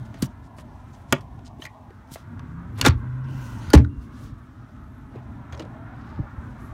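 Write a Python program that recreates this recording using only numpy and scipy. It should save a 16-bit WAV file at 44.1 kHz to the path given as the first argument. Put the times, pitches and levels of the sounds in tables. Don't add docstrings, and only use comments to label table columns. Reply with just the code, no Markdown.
import sys
import numpy as np
from scipy import signal
from scipy.fft import rfft, irfft
from scipy.io import wavfile
from scipy.ndimage import uniform_filter1d

SR = 44100
rng = np.random.default_rng(int(sys.argv[2]) if len(sys.argv) > 2 else 0)


def gain_from_db(level_db):
    decades = np.asarray(level_db, float) / 20
    return 10 ** decades


def generate_wav(sig):
    pcm = np.round(np.clip(np.atleast_2d(sig).T, -1, 1) * 32767).astype(np.int16)
    wavfile.write(sys.argv[1], SR, pcm)


N = 296925

# (frequency [Hz], density [dB/Hz])
RUMBLE_SPECTRUM = [(12, -50.5), (20, -24.5), (34, -10), (49, -2.5), (124, 0), (136, -4), (172, -12.5),
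                   (247, -5.5), (322, -16), (354, -19.5), (480, -31), (620, -60.5), (1060, -120)]
TYRE_SPECTRUM = [(210, -37.5), (400, -10.5), (510, -14), (620, -6.5), (729, -8), (912, -3.5), (990, -3.5),
                 (1250, -1.5), (2170, -20.5), (2830, -31.5), (3160, -33), (4000, -36.5), (5200, -61),
                 (8800, -120)]
CLOTH_SPECTRUM = [(1500, -23.5), (2240, -7), (2850, -4), (3400, -3.5), (4880, -8.5), (5820, -6),
                  (7450, -11.5), (9500, -12.5), (12000, -16.5), (15700, -17.5), (16500, -45)]
MIC_HISS_SPECTRUM = [(1470, -30.5), (2500, 0.5), (4890, -9.5), (8640, -13.5), (10400, -18), (12000, -13),
                     (15100, -18), (16100, -24), (16500, -41)]

# (time [s], engines [dB], tyres [dB])
TRAFFIC = [(0, -37, -52), (.5, -41, -55), (1.0, -43, -54.5), (1.3, -39, -56), (1.74, -46, -58),
           (2.17, -45, -52.5), (2.47, -37.5, -50.5), (3.1, -36.5, -51.5), (3.42, -34, -47),
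           (3.7, -31.5, -47.5), (3.88, -39, -59.5), (4.2, -36.5, -52.5), (4.42, -40, -55.5),
           (5.05, -41, -55), (5.55, -36.5, -49), (5.87, -38.5, -47.5), (6.201, -38, -47.5),
           (6.73, -34.5, -48)]
# (time [s], door shade, dull minus bright [dB], near detour [ms], detour share [ratio])
POSE = [(0, -2.5, 2.8, 0.21), (1.0, 0.5, 3, 0.21), (1.4, 1.5, 2.8, 0.39), (1.9, 0.5, 2.56, 0.18),
        (2.2, -9.5, 2, 0.2), (2.7, -7.5, 1.8, .22), (3.1, -11, 2, 0.57), (3.6, -6.5, 2.06, 0.55),
        (4.0, -10, 1.91, 0.3), (4.8, -9.5, 1.5, .2), (5.3, -4, 2.92, 0.22), (5.9, -6.5, 2.8, 0.27),
        (6.73, -8.5, 1.56, .22)]
# (time [s], level [dB], decay T60 [s], build-up [s])
GUSTS = [
    (2.8, -17.5, .5, .04),
    (3.745, -10.5, 0.34, .03),
]
# (start [s], loudest [s], end [s], level [dB])
BRUSHES = [(-.1, 0, 0.34, -71.5), (.55, 1.0, 1.1, -76.5), (2.063, 2.172, 2.24, -62),
           (2.504, 2.72, 3.2, -89.5), (3.24, 3.46, 3.68, -59.5), (3.502, 3.725, 3.86, -66),
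           (3.97, 4.04, 4.17, -70.5), (4.1, 4.24, 4.33, -61), (6.297, 6.728, 7.1, -76)]
CLOTH_REST_DB = -74.5

# (time [s], firing rate [Hz], level [dB])
LOW_GEAR = [(2.15, 140.6, -74), (2.234, 145.1, -47), (2.454, 156.2, -50), (2.572, 168, -36.5),
            (2.678, 176, -43.5), (2.72, 178.9, -65.5)]
HIGH_GEAR = [(2.72, 103, -33.5), (2.882, 112.4, -32), (2.989, 119, -34.5), (3.178, 128.5, -28),
             (3.346, 134.5, -32), (3.398, 128.3, -31.5), (3.606, 104.5, -52), (3.7, 103, -55)]

# (frequency [Hz], peak [dB], decay T60 [s])
SMALL_LID = [(125, -12.5, 0.075), (191, -22, 0.12), (226, -2, 0.028), (8700, -27.5, .027)]
BIG_LID = [(147, -15.5, 0.11), (250, -6, 0.05), (377, -9.5, .055), (566, -15, 0.1), (665, -9.5, 0.035),
           (900, -11, 0.03), (1200, -7, 0.025), (1430, -10.5, 0.03), (1832, -16, .03), (2290, -17, .03),
           (2560, -13, .025), (2920, -21, 0.05), (3300, -19, 0.035), (4000, -20, .02)]
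LID_RIM = [(4800, -19, .016), (5300, -23, .014), (7000, -21, .014), (7900, -21, .014), (9900, -22, .014)]
KNOB_OUT = [(1775, -37.5, 0.058), (3040, -25, 0.026), (3950, -34, 0.025), (6300, -41.5, .04)]
KNOB_IN = [(2370, -28, 0.018), (4020, -32, 0.018), (6200, -36, .015)]
CATCH_OPEN = [(1000, -25.5, .04), (1450, -29.5, 0.088), (1700, -27, .025), (2300, -18, .015),
              (2900, -12, .016), (3600, -18, .015), (4450, -13.5, 0.016), (5300, -22, .015),
              (6700, -21, 0.017)]
CATCH_SHUT = [(1446, -33.5, 0.18), (4510, -27.5, 0.019), (9360, -32.5, 0.017), (9820, -36.5, 0.016),
              (11170, -43, .012), (14360, -35, .014), (15100, -39, .012)]
SEAT_BACK = [(119, -10.5, 0.12), (152, -15.5, 0.086), (212, -12.5, 0.07), (270, -3, 0.054), (427, -19, .05),
             (524, -20, 0.077), (680, -14.5, .04), (854, -12.5, 0.049), (1186, -18, .03),
             (1400, -11.5, 0.051), (1680, -19, .04)]
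SEAT_BASE = [(128.3, -6.5, 0.15), (160, -7, 0.2), (206, -5, .1), (290, 5.5, 0.05), (415, -2, 0.058),
             (563, -13.5, 0.12), (680, -11, 0.033), (877, -10, 0.04), (1700, -10, 0.025),
             (1950, -14.5, 0.04), (3200, -17, .03), (4360, -19, 0.03)]
BUCKLE = [(320, -31.5, 0.2), (2840, -48, 0.07), (3920, -44, 0.025), (5550, -47, .02)]
FOOTWELL = [(85, -7, 0.028), (145.6, -12, 0.044), (286, -20.5, 0.056)]
# (time [s], part struck, lag of each mode [cycles], contact [s])
BLOWS = [(.223, SMALL_LID, 0.7, .0006), (1.1248, BIG_LID, 0.1, .0001), (1.1248, LID_RIM, .4, .0002),
         (1.6192, KNOB_OUT, 2.17, 0.0022), (1.6514, KNOB_IN, 0.72, .0008),
         (2.8128, CATCH_OPEN, 0.41, 0.00027), (2.859, SEAT_BACK, 2.65, 0.00072),
         (3.7025, CATCH_SHUT, 1.3, 0.00097), (3.733, SEAT_BASE, 1.66, 0.00061),
         (5.595, BUCKLE, 1.05, 0.00079), (6.187, FOOTWELL, 1.04, .0001)]
# (time [s], peak [dB], frequency [Hz], decay T60 [s])
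TAPS = [(.152, -21.5, 250, 0.021), (.259, -40, 5770, .023), (0.583, -34, 235, 0.027),
        (1.1246, -5, 760, .012), (1.163, -46, 2950, 0.039), (1.596, -23.5, 292, 0.024),
        (1.6535, -25, 1930, .025), (1.664, -36, 2200, .02), (1.669, -31, 1910, .025),
        (1.673, -35, 2250, .015), (1.637, -43, 6400, .03), (1.627, -36, 3300, .02), (1.601, -26, 280, .015),
        (1.907, -27.5, 404, 0.013), (2.1175, -15, 181, 0.014), (2.159, -15, 646, 0.0077),
        (2.827, -26, 1680, 0.04), (2.897, -32, 4500, 0.027), (2.906, -36, 4400, 0.027),
        (2.881, -19, 5500, 0.015), (2.8618, -5.5, 3680, .022), (2.8615, -13, 2900, .015),
        (2.861, -15, 4700, .014), (2.861, -18, 8050, .012), (2.861, -18, 6700, .012), (2.85, -12, 950, .02),
        (2.85, -19, 2600, .02), (2.882, -24, 8200, .014)]
LATE_TAPS = [(2.85, -11, 1400, 0.049), (2.952, -19, 59, 0.13), (3.846, -45.5, 3970, 0.02),
             (3.848, -23.5, 1490, 0.017), (3.972, -17.5, 61.1, 0.13), (4.322, -20, 116, 0.057),
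             (4.653, -34.5, 157.4, .054), (5.158, -19, 375, 0.016), (5.163, -51.5, 2500, 0.049),
             (5.363, -28, 190, 0.058), (5.524, -49, 2920, .03), (5.5245, -22, 79, .1), (.005, -24, 112, .1),
             (.1, -24, 108, .12), (2.887, -3, 84, 0.14), (5.5245, -42, 3350, .05), (5.596, -37, 4000, .025),
             (5.6, -41, 2800, .04), (5.596, -38, 1250, .02), (5.524, -44, 6400, .02),
             (5.548, -48, 6500, .025), (5.576, -46, 5500, .015), (5.6, -30, 480, .04),
             (5.627, -23, 330, .01), (5.625, -28, 173, .085), (5.651, -31, 109, .047),
             (6.381, -16.5, 76.5, 0.074), (3.895, -66.5, 2770, 1.1), (3.9, -74, 2820, .9),
             (3.7587, 6.5, 73.5, .15), (3.746, -5, 80, .07), (3.8, -37, 620, .12), (3.79, -30, 450, .14),
             (3.77, -20, 285, .4), (3.768, -12, 208, .2), (3.76, -28, 786, .1), (3.799, -8.5, 120, .16),
             (3.85, -15, 78, 0.15), (3.752, -18, 900, .025), (2.394, -48.5, 6200, 0.014)]
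BUILD_UP_CYCLES, TAP_CONTACT_S = 0.33, 0.00089
BUZZ, LOOSE_S, CLAMPED_BUZZ_RATIO = 0.065, 0.3, 0.4

# (start [s], length [s], level [dB], lowest [Hz], highest [Hz])
SCUFFS = [(0.045, 0.03, -57.5, 2000, 7600), (0.106, 0.17, -55.5, 1510, 5800),
          (0.176, .055, -56, 5000, 15500), (0.227, 0.05, -48, 2500, 15500),
          (0.413, 0.08, -62.5, 2500, 8700), (0.555, 0.077, -57, 2480, 12230),
          (0.919, 0.053, -58.5, 2860, 7550), (1.051, 0.17, -56, 1487, 8000),
          (1.442, 0.051, -51.5, 2980, 7500), (1.575, 0.11, -55, 1500, 13150),
          (2.103, 0.066, -43, 2900, 15500), (2.743, 0.065, -54, 1220, 4500),
          (2.77, 0.044, -46.5, 1504, 12030), (2.827, 0.051, -42.5, 1510, 11800),
          (2.858, .03, -32.5, 2000, 12070), (3.998, 0.072, -69, 3960, 14130), (4.2, 0.13, -65, 1790, 7000),
          (5.517, 0.16, -60, 1800, 7150)]
MORE_SCUFFS = [ (5.518, 0.065, -35, 280, 1200), (5.52, .02, -62, 8000, 15000), (5.59, .02, -62, 8000, 15000),
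               (6.58, .14, -67, 9500, 12500), (5.525, .04, -50, 2300, 4000), (5.595, .045, -49, 2300, 4500),
               (1.135, .04, -44, 400, 1000), (1.59, .025, -52, 1800, 4300), (5.1, 0.12, -41, 310, 1200),
               (5.538, 0.16, -29.5, 420, 640), (1.619, 0.063, -53, 1600, 5900), (6.55, .18, -69, 5700, 14000),
               (6.64, 0.074, -62, 11000, 11600), (5.85, 0.45, -63, 2300, 5400), (2.72, .09, -58.5, 11000, 12000),
               (4.703, 0.41, -68, 11000, 11900), (4.19, .1, -61, 9900, 15500)]

# (time [s], treble peak [dB], knock minus treble [dB], decay [s])
LID_CRACKS = [(0.142, -47, 9.5, 0.039), (0.221, -23, -8, 0.025), (0.2233, -18.5, -13, 0.032),
              (0.232, -40, 6, 0.028), (0.2424, -36, -9, 0.016), (.259, -49, -12, .04),
              (.584, -50, 9.5, 0.079), (.6, -53, -3, .03), (1.1248, -4, -11, .012), (1.1265, -14, 0, 0.01),
              (1.1305, -27, -1, 0.03), (1.208, -46, -4, .061), (1.391, -55, 11.5, 0.018),
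              (1.6215, -43, 3, 0.03), (1.639, -47, 6, .04), (1.652, -34, -4, 0.039),
              (1.6628, -38.5, -3, 0.018), (1.905, -58, 12.5, 0.018), (2.157, -47.5, 12.5, 0.036),
              (2.394, -47.5, 13.5, .015), (4.764, -57, 8.5, 0.014), (4.84, -60.5, -9, .015),
              (5.157, -57, 11, 0.032)]
SEAT_CRACKS = [(2.7845, -42, 8, 0.032), (2.795, -42, 11, 0.041), (2.8125, -8, -17.5, 0.014),
               (2.8136, -11, -15, .01), (2.821, -27, -8, .025), (2.827, -30.5, 4, .025),
               (2.844, -28, 4, 0.044), (2.8494, -14, 2.5, 0.025), (2.8545, -18, 5, .025),
               (2.861, -6.5, -7, 0.02), (2.8643, -11.5, 0, 0.03), (2.872, -19, 4, .03),
               (2.877, -20.5, 3, .02), (2.8815, -18, -8, 0.018), (2.8845, -19, -5, .012),
               (2.898, -31, 3, .017), (2.907, -39.5, 15, .013), (3.244, -52, -1, .03),
               (3.2856, -50, 3, .03), (3.345, -50, 2, .02), (3.39, -49, 8, .025), (3.688, -47, 4, .02),
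               (3.702, -33, -.5, 0.041), (3.7335, -12.5, -1.5, 0.02), (3.7361, -8, -5, .025),
               (3.742, -13, -3, 0.02), (3.7475, -14.5, -4, .02), (3.752, -17, 2, 0.02),
               (3.764, -32, 12, .02), (3.775, -33, 12, 0.028), (3.784, -33.5, 1, .041), (3.8, -44, 3, .03),
               (3.8473, -41.5, 0, .015)]
BUCKLE_CRACKS = [(5.5244, -36.5, 1, .016), (5.5295, -39.5, 5, .02), (5.549, -45, 5, .016),
                 (5.5755, -39.5, 2, .014), (5.5945, -40, 2, .01), (5.5962, -30.5, -1, .018),
                 (5.603, -40, 1, .03), (5.622, -46, 6, .03), (5.651, -48, 4, .02)]
LID_TOP_HZ, LID_DULLING = 17000, 0.08
SEAT_TOP_HZ, SEAT_DULLING = 14000, 0.17
BUCKLE_TOP_HZ = 7200

# (start [s], length [s], level [dB], lowest [Hz], highest [Hz])
GLIDES = [(3.16, .56, -51.5, 2550, 3100), (3.26, .5, -62, 3400, 4300), (3.26, .34, -59.5, 5500, 7000),
          (3.5, .28, -57.5, 5200, 6400), (3.26, .4, -68.5, 8200, 17000), (3.5, .26, -65, 7400, 9000),
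          (3.58, .2, -52, 1100, 4600), (3.232, 0.035, -63, 4800, 6000)]

CABIN_T60_S, CABIN_DB = 0.14, -18.5
DUCK_DB, RECOVER_S = -9, 0.23
MIC_TOP_HZ = 15800


def shaped(points):
    hz, db = np.transpose(points)
    log_hz = np.log(np.arange(1, N // 2 + 2) * SR / N)
    gain = gain_from_db(np.interp(log_hz, np.log(hz), db))
    x = irfft(rfft(rng.standard_normal(N)) * gain, N)
    return x / x.std()


def band(x, lo_hz, hi_hz):
    edges_hz = [lo_hz, min(hi_hz, 0.45 * SR)]
    return signal.sosfilt(signal.butter(2, edges_hz, "bandpass", fs=SR, output="sos"), x)


def walk(rate_hz):
    k = int(SR / rate_hz)
    held = np.repeat(rng.standard_normal(N // k + 1), k)
    return uniform_filter1d(uniform_filter1d(held, k), k)[:N]


def fade(t60_s, rise_s):
    t = np.arange(int(t60_s * SR)) / SR
    return t, (1 - np.exp(-t / rise_s)) * gain_from_db(-60 * t / t60_s)


def add(track, start_s, sound):
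    i = int(start_s * SR)
    track[i:i + len(sound)] += sound[:N - i]


def bounced(x):
    pose_s, _, detour_ms, share = np.transpose(POSE)
    i = np.arange(N)
    near_ms = np.interp(i / SR, pose_s, detour_ms)
    far_ms = 4.0 + 0.8 * walk(3)
    near = np.interp(i - near_ms * SR / 1e3, i, x)
    far = np.interp(i - far_ms * SR / 1e3, i, x)
    return x + np.interp(i / SR, pose_s, share) * near + 0.3 * far


def rumble():
    time_s, engines_db, _ = np.transpose(TRAFFIC)
    level = gain_from_db(np.interp(np.arange(N) / SR, time_s, engines_db))
    for start_s, db, t60_s, rise_s in GUSTS:
        add(level, start_s, gain_from_db(db) * fade(t60_s, rise_s)[1])
    noise = shaped(RUMBLE_SPECTRUM)
    deep = band(noise, 30, 95)
    lumps = deep * gain_from_db(2.5 * walk(8)) + (noise - deep) * gain_from_db(2.5 * walk(16))
    return 0.92 * lumps * level


def tyres():
    t = np.arange(N) / SR
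    time_s, _, tyres_db = np.transpose(TRAFFIC)
    hiss_db = np.interp(t, time_s, tyres_db)
    roar_db = hiss_db + np.interp(t, *np.transpose(POSE)[:2])
    noise = bounced(shaped(TYRE_SPECTRUM))
    roar = band(noise, 520, 1136) * gain_from_db(roar_db + 6.5 + 3.0 * walk(19))
    hiss = band(noise, 893, 7300) * gain_from_db(hiss_db + 3.0 + 0.9 * walk(23))
    return roar + hiss


def rubbing_cloth():
    t = np.arange(N) / SR
    level = gain_from_db(CLOTH_REST_DB)
    for *stroke_s, db in BRUSHES:
        level = level + gain_from_db(db) * np.interp(t, stroke_s, [0, 1, 0])
    grain_db = 1.2 * walk(150)
    weave = np.zeros(N)
    for lo_hz in 1500 * 2 ** (np.arange(7) / 2):
        patch = band(shaped(CLOTH_SPECTRUM), lo_hz, lo_hz * np.sqrt(2))
        weave += patch * gain_from_db(2.2 * walk(30) + grain_db)
    return weave * level


def booms():
    out, buzz = np.zeros(N), np.cumsum(walk(1500)) / SR
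    modes = [(*tap, TAP_CONTACT_S) for tap in TAPS + LATE_TAPS]
    for blow_s, part, lag_cycles, contact_s in BLOWS:
        for hz, db, t60_s in part:
            modes.append((blow_s + lag_cycles / hz, db, hz, t60_s, contact_s))
    for start_s, db, hz, t60_s, contact_s in modes:
        t, env = fade(t60_s, contact_s + BUILD_UP_CYCLES / hz)
        i = int(start_s * SR)
        looseness = max(t60_s < LOOSE_S, CLAMPED_BUZZ_RATIO)
        depth_hz = BUZZ * np.clip(hz - 600, 0, 2500) * looseness
        wobble = depth_hz * buzz[i:i + len(t)]
        add(out, start_s, gain_from_db(db) * env * np.sin(2 * np.pi * (hz * t + wobble - wobble[0])))
    return out


def scuffs():
    catches = np.minimum(rng.exponential(size=N // 64 + 1), 3.2)
    catch_db = 3.43 * uniform_filter1d(np.repeat(catches, 64), 48)[:N] - 7.0
    dull_noise = signal.lfilter([1.5], [1, -0.4], rng.standard_normal(N))
    grit = dull_noise * gain_from_db(catch_db) * gain_from_db(2.0 * walk(60))
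    out = np.zeros(N)
    for start_s, length_s, db, lo_hz, hi_hz in SCUFFS + MORE_SCUFFS:
        i, n = int(start_s * SR), int(length_s * SR)
        slide = grit[i:i + n] * signal.windows.tukey(min(n, N - i), 0.85)
        add(out, start_s, gain_from_db(db) * band(slide, lo_hz, hi_hz))
    return out


def cracks():
    out, noise = np.zeros(N), rng.standard_normal((2, N))
    rows = [(*row, LID_TOP_HZ * gain_from_db(LID_DULLING * row[1])) for row in LID_CRACKS]
    rows += [(*row, SEAT_TOP_HZ * gain_from_db(SEAT_DULLING * row[1])) for row in SEAT_CRACKS]
    rows += [(*row, BUCKLE_TOP_HZ) for row in BUCKLE_CRACKS]
    for start_s, db, knock_db, decay_s, top_hz in rows:
        t, env = fade(1.48 * np.clip(decay_s, 0.008, 0.2), 0.0001)
        i = int(start_s * SR)
        snap, knock = noise[:, i:i + len(t)]
        snap = band(snap * (0.5 * env ** 1.2 + 0.54 * env ** 4), 1800, top_hz)
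        add(out, start_s, gain_from_db(db) * (0.5 * snap + 0.53 * band(snap, 2700, 7500)))
        add(out, start_s, gain_from_db(db + knock_db + 7.0) * band(knock * env, 270, 1900))
    return out


def engine():
    out = np.zeros(N)
    for gear in (LOW_GEAR, HIGH_GEAR):
        time_s, firing_hz, db = np.transpose(gear)
        t = np.arange(time_s[0], time_s[-1], 1 / SR)
        phase = 2 * np.pi * np.cumsum(np.interp(t, time_s, firing_hz)) / SR
        tone = np.sin(phase) + gain_from_db(-24.5) * np.sin(2 * phase)
        level = gain_from_db(np.interp(t, time_s, db)) * signal.windows.tukey(len(t), 0.15)
        add(out, time_s[0], np.sqrt(2) * tone * level)
    return out


def cushion_glide():
    out = np.zeros(N)
    rush = rng.standard_normal(N) * gain_from_db(1.5 * walk(40) + 1.8 * walk(220))
    for start_s, length_s, db, lo_hz, hi_hz in GLIDES:
        i, n = int(start_s * SR), int(length_s * SR)
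        swell = rush[i:i + n] * signal.windows.tukey(n, 0.8)
        add(out, start_s, gain_from_db(db + 8.0) * band(swell, lo_hz, hi_hz))
    return out


def cabin_echo(near):
    t, env = fade(CABIN_T60_S, 0.0024)
    echo = band(rng.standard_normal(len(t)), 120, 3000) * env
    return gain_from_db(CABIN_DB) * signal.fftconvolve(near, echo / np.linalg.norm(echo))[:N]


def scene():
    outside = rumble() + tyres() + engine()
    fabric = rubbing_cloth() + cushion_glide()
    near = booms() + scuffs() + cracks()
    return (near + cabin_echo(near) + outside + fabric)[None]


def roll_off(x):
    return signal.sosfilt(signal.butter(12, 16860, fs=SR, output="sos"), x)


def record(dry):
    loud = uniform_filter1d(np.abs(dry[0]), size=2048) > 0.3
    overload = signal.lfilter([1 / SR], [1, 1 / (RECOVER_S * SR) - 1], loud)
    duck_db = DUCK_DB * np.minimum(40 * overload, 1)
    mic = dry + gain_from_db(-76.0 + duck_db) * shaped(MIC_HISS_SPECTRUM)
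    mic = signal.sosfilt(signal.butter(2, 40, "highpass", fs=SR, output="sos"), mic)
    mic = signal.sosfilt(signal.ellip(6, 0.3, 30, MIC_TOP_HZ, fs=SR, output="sos"), mic)
    mic = mic - 0.24 * band(mic, 10000, 10900)
    knee = 7
    mix = mic / (1 + np.abs(mic) ** knee) ** (1 / knee)
    return roll_off(mix)


dry = scene()
out = record(dry)
generate_wav(out)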